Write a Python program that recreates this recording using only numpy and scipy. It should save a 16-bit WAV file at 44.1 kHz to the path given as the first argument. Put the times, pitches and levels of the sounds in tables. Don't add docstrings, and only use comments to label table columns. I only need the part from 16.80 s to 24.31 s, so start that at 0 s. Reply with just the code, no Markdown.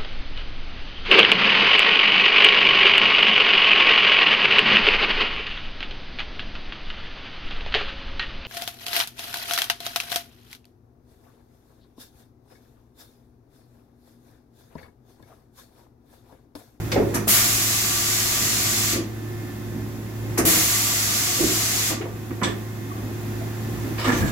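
import sys
import numpy as np
from scipy import signal
from scipy.fft import rfft, irfft, next_fast_len
from scipy.io import wavfile
from scipy.ndimage import map_coordinates

SR = 44100
rng = np.random.default_rng(int(sys.argv[2]) if len(sys.argv) > 2 else 0)


def undo_db(level):
    steps = np.asarray(level, float) / 20
    return 10 ** steps


def output_pcm(signal):
    pcm = np.clip(np.atleast_2d(signal).T, -1, 1) * 32767
    wavfile.write(sys.argv[1], SR, np.round(pcm).astype(np.int16))


N = 331191


def unit(x):
    return x / np.sqrt(np.mean(x ** 2) + 1e-20)


def along(points, hz):
    f, v = np.transpose(points)
    return np.interp(np.log(hz + 1), np.log(f + 1), v)


def curves(rows):
    s, *cols = np.transpose(rows)
    return [np.interp(np.arange(N) / SR, s, c) for c in cols]


def wobble(rate):
    knots = rng.standard_normal(int(N * rate / SR) + 4)
    return map_coordinates(knots, [np.arange(N) * rate / SR])


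def spell(start, stop, fade):
    t = np.arange(N) / SR
    return np.clip(np.minimum(t - start, stop - t) / fade + .5, 0, 1)


def burst(lasts, t60, rise, count):
    t = np.arange(count) / SR
    return (1 - np.exp(-t / rise)) * undo_db(-60 * np.maximum(t - lasts, 0) / max(t60, .01))


def add(track, s, x):
    part = track[:, round(s * SR):][:, :x.shape[1]]
    part += x[:, :part.shape[1]]


def filtered(x, response):
    n = x.shape[-1]
    m = next_fast_len(n + 8192)
    return irfft(rfft(x, m) * response(np.fft.rfftfreq(m, 1 / SR)), m)[..., :n]


def peak(f, hz, width):
    return 1j * f * width / (hz * hz - f * f + 1j * f * width)


# frequency in Hz, left-right likeness from -1 to 1.
PORT_LIKENESS = [(60, 0.86), (130, 0.85), (290, 0.9), (640, 0.58), (1410, 0.0095), (3100, 0.12),
                 (6820, -0.11), (15000, 0.18)]


def noise(response, count=N):
    turn = lambda hz: np.arccos(np.clip(along(PORT_LIKENESS, hz), -1, 1)) / 2
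    pair = rng.standard_normal((2, count))
    mid, side = filtered(pair, lambda hz: response(hz) * [np.cos(turn(hz)), np.sin(turn(hz))])
    return unit(np.array([mid + side, mid - side]))


def lines(hz, orders, drift, sway_db):
    turn = 2 * np.pi * np.cumsum(hz + drift * wobble(3)) / SR
    total = 0
    for k, db in orders:
        side = np.tanh(rng.normal(0, 0.00089) * k * hz) * np.pi / 4
        level = undo_db(db + sway_db * wobble(6)) * np.sqrt(2)
        total = total + level * np.sin(k * turn + side * np.array([[1], [-1]]))
    return total


# multiple of the fan rate, level in dB.
FAN_LINES = [(1, -1), (2, -13), (3.5, -18.5), (7, -27), (14, -39), (17.5, -31)]


def fan():
    return undo_db(-33) * lines(108.8, FAN_LINES, drift=.8, sway_db=1.0)


# multiple of the pump rate, level in dB.
PUMP_LINES = [(1, -42.5), (2, -62.5), (3, -61.5), (4, -67.5), (5, -54), (6, -57), (9, -65), (10, -64.5)]
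# start in seconds, stop in seconds, lift of the fifth multiple in dB,
# lift of the higher multiples in dB.
LOAD_SPELLS = [
    (2.28, 3.08, 5.5, 4),
    (3.3, 3.6, 2, 1.5),
    (5.8, 6.3, 1, 5.5),
    (6.5, 7.3, 2, -1),
]


def pump():
    pump_hz, idle_db = 352.8, -7.5
    whine = undo_db(.3) * lines(pump_hz, PUMP_LINES[:4], drift=0.28, sway_db=1.65)
    strain = np.array([spell(start, stop, fade=.15) for start, stop, *_ in LOAD_SPELLS])
    lifts_db = np.transpose(LOAD_SPELLS)[2:] @ strain
    for lift_db, orders in zip(lifts_db, (PUMP_LINES[4:5], PUMP_LINES[5:])):
        level = undo_db(idle_db + lift_db + 3 * wobble(35))
        whine += level * lines(pump_hz, orders, drift=1.3, sway_db=1.5)
    return whine


# frequency in Hz, level in dB per Hz.
RUMBLE_COLOUR = [(15, -52), (25, -38), (58, -1.5), (82, -7), (108, -2), (162, -4.5), (220, -4.5), (305, -3),
                 (361, -11), (448, -14), (1000, -29.5), (1300, -59), (2200, -120)]


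def rumble(gain_db):
    return undo_db(-37 + 0.23 * gain_db + 1.55 * wobble(8)) * noise(lambda f: undo_db(along(RUMBLE_COLOUR, f)))


# frequency in Hz, level in dB per Hz.
FAR_HISS_COLOUR = [(410, -12.5), (700, -3), (1450, -5), (1720, -6), (2140, -6), (2220, -12.5), (2500, -7),
                   (2960, -13.5), (3550, -11), (3940, -14), (7160, -13), (8810, -21), (11400, -13.5),
                   (15600, -15)]


def far_hiss(gain_db):
    level = undo_db(-44 + 0.35 * gain_db + .4 * wobble(2 * np.pi))
    return level * noise(lambda f: undo_db(along(FAR_HISS_COLOUR, f)))


# time in seconds, gain in dB.
GAIN_CONTROL = [(0, 3.5), (.4, 3.5), (.58, -1), (.95, -2), (1.5, -2), (2.1, 0), (2.8, 0.56), (3.3, 0),
                (3.56, 2.5), (3.74, -1.5), (4.3, -1), (4.7, -1.5), (5.3, -1), (5.6, 0), (6.1, 1),
                (6.6, 2.5), (7.15, 4), (7.51, 2.5)]


def shop():
    gain_db, = curves(GAIN_CONTROL)
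    return undo_db(gain_db) * (fan() + pump() + rumble(gain_db) + far_hiss(gain_db))


# start in seconds, level in dB, low bore in Hz,
# high bore in Hz, length in seconds.
VALVE_SPITS = [
    (.114, -37.5, 5500, 14000, 0.023),
    (0.342, -25, 5900, 11100, .014),
    (0.471, -31, 9000, 13000, .003),
    (3.573, -36, 9500, 12700, .01),
    (3.577, -20.5, 6300, 10800, .012),
    (5.631, -45, 9000, 10800, .02),
]


def spits():
    out, n = np.zeros((2, N)), SR // 4
    for s, db, low_hz, high_hz, lasts in VALVE_SPITS:
        bores = lambda f: .6 + np.abs(peak(f, low_hz, 1200)) ** 2 + .5 * np.abs(peak(f, high_hz, 1800)) ** 2
        edge = lambda f: f ** 4 / (f ** 4 + 3600 ** 4) / (1 + (f / high_hz / 1.34) ** 12)
        puff = noise(lambda f: bores(f) * edge(f), count=n)
        add(out, s, puff * undo_db(db) * burst(lasts, .095, 0.0016, count=n))
    return out


# frequency in Hz, width in Hz, level in dB.
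STEEL_MODES = [(488, 90, 7), (660, 210, 1.5), (927, 110, -0.5), (1200, 200, 2.5), (1730, 350, -4),
               (2230, 67, -0.5), (2910, 110, -4.5), (3620, 140, -9), (5330, 92, -26), (6000, 200, -14),
               (7650, 490, -5)]


def steel(f, between_db):
    return undo_db(between_db) + sum(undo_db(db) * peak(f, hz, width) for hz, width, db in STEEL_MODES)


# start in seconds, level in dB, reach in Hz,
# rattle in seconds, clatter between the resonances in dB.
STEEL_CONTACTS = [(.117, -26, 6600, 0.011, 9), (.158, -30.5, 2640, 0.023, 5), (.2, -35.5, 1100, 0.024, -1),
                  (.339, -29, 2800, 0.035, -10), (.472, -30.5, 1500, .01, -10),
                  (3.575, -26.5, 2780, 0.038, 0), (3.59, -36, 920, .14, -4), (5.1, -35.5, 1090, 0.037, -2),
                  (5.212, -36, 3280, .013, 11), (5.251, -39, 1130, 0.022, -8), (5.506, -40, 2800, .008, -3),
                  (5.615, -25.5, 2420, .01, -11), (5.633, -24.5, 8040, 0.014, -9),
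                  (5.67, -34, 4000, .013, 3), (5.71, -47, 3970, .011, -9), (7.18, -32.5, 5300, 0.064, -10),
                  (7.243, -26, 7400, .022, -18), (7.273, -24, 2450, .034, -7),
                  (7.32, -30.5, 7500, .034, -12), (7.419, -35, 2980, .015, -12),
                  (7.46, -45, 7500, .048, -11)]


def clacks():
    out, n = np.zeros((2, N)), SR // 4
    for s, db, reach_hz, lasts, clatter_db in STEEL_CONTACTS:
        edge = lambda f: f ** 2 / (f ** 2 + 400 ** 2) / (1 + (f / reach_hz) ** 8)
        ring = noise(lambda f: steel(f, clatter_db) * edge(f), count=n)
        add(out, s, ring * undo_db(db) * burst(lasts, .11, 0.00045, count=n))
    return out * undo_db(1.0 * wobble(170))


# start in seconds, peak in dB, panel note in Hz, t60 in seconds.
PANEL_BLOWS = [(.117, -21, 520, 0.17), (.152, -11, 475.4, 0.16), (.155, -18.5, 760, 0.11),
               (.166, -10.5, 308, 0.077), (.197, -12, 395, .1), (.345, -18, 262, .16),
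               (.391, -25, 198, 0.082), (.471, -18.5, 291, 0.059), (2.124, -19.5, 370.5, 0.15),
               (2.153, -23, 230, 0.14), (2.178, -22, 327, 0.093), (3.579, -17.5, 453, .06),
               (3.586, -13.5, 322, 0.085), (3.635, -14.5, 249, 0.091), (3.659, -16, 338.4, .14),
               (3.74, -24, 320, .08), (4.59, -22, 480, 0.11), (4.604, -11, 325, 0.065),
               (4.638, -18, 331, 0.084), (4.69, -22.5, 300, 0.12), (5.09, -21.5, 300, .2),
               (5.2, -24, 420, 0.12), (5.5, -25.5, 284, .12), (5.618, -19, 200, 0.11),
               (5.65, -16.5, 309.3, 0.13), (7.054, -24, 269, .15), (7.248, -16, 298, .09),
               (7.272, -17, 255, 0.19), (7.323, -16.5, 299, 0.14), (7.425, -16, 270, .16)]


def thuds():
    rebound_s, rebound_db, stray = .03, 8, 0.247
    out, t = np.zeros((2, N)), np.arange(SR // 3) / SR
    chance = rng.standard_normal((len(PANEL_BLOWS), 3, 6))
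    for (s, db, hz, t60), draws in zip(PANEL_BLOWS, chance):
        swell = np.sin(np.pi / 2 * np.clip(t / (0.098 * t60), 0, 1)) ** 2
        for k, draw in enumerate(draws):
            panel_hz = hz * np.exp(stray * np.tanh(draw[1]) * min(k, 1))
            note = np.sin(2 * np.pi * panel_hz * t + 0.48 * draw[0] * np.array([[1], [-1]]))
            for near, turn in draw[2:].reshape(2, 2):
                near_hz = panel_hz * np.exp(0.1985 * np.tanh(near))
                note = note + 0.69 * np.sin(2 * np.pi * near_hz * t + turn * np.array([[1.3], [.9]]))
            add(out, s + k * rebound_s, undo_db(db - k * rebound_db) * note * swell * undo_db(-60 * t / t60))
        frame = noise(lambda f: peak(f, 172, 500) / (1 + (f / 650) ** 4), count=len(t))
        add(out, s, undo_db(db - 13.5) * frame * burst(0.026, .2, 0.007, count=len(t)))
    return out


# start in seconds, level in dB, note in Hz, length in seconds.
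SINGING_NOTES = [(.118, -31, 2200, .015), (.343, -36, 970, .015), (.344, -40, 1770, .015),
                 (3.935, -36, 2000, .02), (4.155, -35, 2020, .02), (5.616, -28, 1010, 0.012),
                 (6.1, -38, 1150, .018), (5.632, -31, 3500, 0.025), (5.629, -35, 5900, .019),
                 (5.628, -37, 7900, .018), (5.655, -31, 1750, .022), (5.718, -44, 1600, .008),
                 (7.188, -40.5, 5050, .04), (6.6, -40, 680, .018), (7.243, -29.5, 1190, 0.014),
                 (7.27, -31, 1400, .015), (7.275, -33, 1730, 0.086), (7.32, -40, 6170, .072),
                 (7.42, -30.5, 1680, 0.016), (7.452, -37, 1680, .03), (7.443, -47, 7200, .05)]


def notes():
    out, n = np.zeros((2, N)), SR // 4
    for s, db, hz, lasts in SINGING_NOTES:
        width = 0.072 * hz * (hz / 1500) ** .4
        ring = noise(lambda f: peak(f, hz, width) ** 2, count=n)
        add(out, s, ring * undo_db(db) * burst(lasts, 0.085, 0.0016, count=n))
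    return out


# opening in seconds, shutting in seconds, steady level in dB,
# surge in dB, time to the surge's peak in seconds.
AIR_BLASTS = [
    (0.476, 2.131, -27, 3.5, .055),
    (3.65, 5.1, -27.5, 3, 0.084),
]
# frequency in Hz, level in dB per Hz.
JET_COLOUR = [(240, -8.5), (400, -12), (459, -10.5), (596, -14), (705, -7), (848, -12.5), (1130, -7),
              (1640, -6), (2060, -4), (3030, -4.5), (7030, 0.5), (8850, -10.5), (11500, -6.5), (15600, -14)]
# frequency in Hz, width in Hz, lift in dB.
BORE_MODES = [(1180, 34, 5), (2070, 93, 1.5), (7720, 560, 2.5), (11400, 600, 1)]


def air():
    opening_s, shutting_s = .004, .032
    fresh = [(7.8, 0.045), (4.9, 0.36)]
    t, out = np.arange(N) / SR, np.zeros((2, N))
    modes = lambda f: sum((undo_db(db) - 1) * peak(f, hz, w) for hz, w, db in BORE_MODES)
    bore = lambda f: undo_db(along(JET_COLOUR, f)) * (1 + modes(f))
    for opens, shuts, db, surge_db, surge_s in AIR_BLASTS:
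        age = np.maximum(t - opens, 0)
        shut = np.clip((t - shuts) / shutting_s, 0, 1)
        jet_db = db + surge_db * age / surge_s * np.exp(1 - age / surge_s) - 14 * shut
        sharp_db = 4 + sum(lift_db * np.exp(-age / s) for lift_db, s in fresh)
        full_db = 0.68 + 5.5 * np.exp(-age / .12) + 12 * shut
        valve = np.clip(age / opening_s, 0, 1) * undo_db(-60 * np.maximum(t - shuts - shutting_s, 0) / .1)
        jet = noise(bore)
        low = filtered(jet, lambda f: 1 / (1 + (f / 3500) ** 4))
        top = filtered(jet, lambda f: 1 - 1 / (1 + (f / 9000) ** 8))
        shaped = undo_db(full_db) * low + (jet - low - top) + undo_db(sharp_db) * top
        flutter_db = 0.36 * wobble(14) + 0.31 * wobble(150)
        out += valve * undo_db(jet_db + 3.5 + flutter_db) * shaped
    return out


# time in seconds, scrape level in dB.
SLIDE_SCRAPE = [
    (7.17, -41),
    (7.256, -38),
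    (7.282, -28),
    (7.316, -35),
    (7.372, -32),
    (7.42, -34),
    (7.51, -40),
]


def slide():
    leak_s, heave_s = 7.35, 7.43
    scrape_db, = curves(SLIDE_SCRAPE)
    t = np.arange(N) / SR
    moving = np.clip((t - SLIDE_SCRAPE[0][0]) / .012, 0, 1)
    leak_db = -48 + 13 * spell(leak_s, leak_s + 1, fade=.05) - 81 * np.maximum(t - leak_s, 0)
    frame_db = -42.5 + 19.5 * np.exp(-((t - heave_s) / 0.058) ** 2)
    roller = lambda f: undo_db(along([(400, -3), (900, 0.0), (7500, -5.0), (9000, -12)], f))
    scrape = noise(lambda f: steel(f, between_db=-1) * roller(f))
    leak = noise(lambda f: undo_db(along([(8000, -26), (11000, -1), (15500, -5.0)], f)))
    frame = noise(lambda f: peak(f, 85, 100) ** 2)
    scraping = undo_db(scrape_db + 3.0 * wobble(60)) * scrape
    return moving * (scraping + undo_db(leak_db) * leak + undo_db(frame_db) * frame)


# frequency in Hz, t60 in seconds.
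ROOM_DECAY = [(100, 0.54), (500, 0.57), (2000, 0.33), (6000, 0.3), (15000, 0.13)]


def room(x):
    hz, t, z = signal.stft(noise(lambda f: 1 + 0 * f, count=SR * 3 // 4), SR, nperseg=256)
    z = z * undo_db(-60 * t / np.clip(along(ROOM_DECAY, hz), .05, 2)[:, None])
    even = z / np.linalg.norm(z, axis=2, keepdims=True)
    tail = signal.istft(even, SR, nperseg=256)[1]
    late = np.pad(x, ((0, 0), (250, 0)))
    return signal.fftconvolve(late, tail / np.linalg.norm(tail[0]), axes=1)[:, :N]


def scene():
    jet = air()
    hits = clacks() + notes() + spits() + thuds() + slide()
    jet = jet + 0.18 * np.roll(jet[::-1], 6, axis=1)
    jet = undo_db(-2.5) * jet
    return shop() + jet + hits + room(jet + undo_db(-4.5) * hits)


def roll_off(x):
    return signal.sosfilt(signal.butter(12, 15930, fs=SR, output="sos"), x)


# frequency in Hz, left minus right in dB.
PORT_COLOUR = [(60, -1), (160, -1), (270, -3), (600, 1), (1200, -2), (2000, -4), (3300, 0.5), (4500, 3),
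               (6500, -3), (7200, -2.5), (8400, 6.5), (10200, 2), (11600, 1), (13500, 1)]


def record(dry):
    sides = np.array([[1], [-1]])
    ports = filtered(dry, lambda f: undo_db(along(PORT_COLOUR, f) / 2 * sides) * (f < 15820))
    return roll_off(ports)


dry = scene()
out = record(dry)
output_pcm(out)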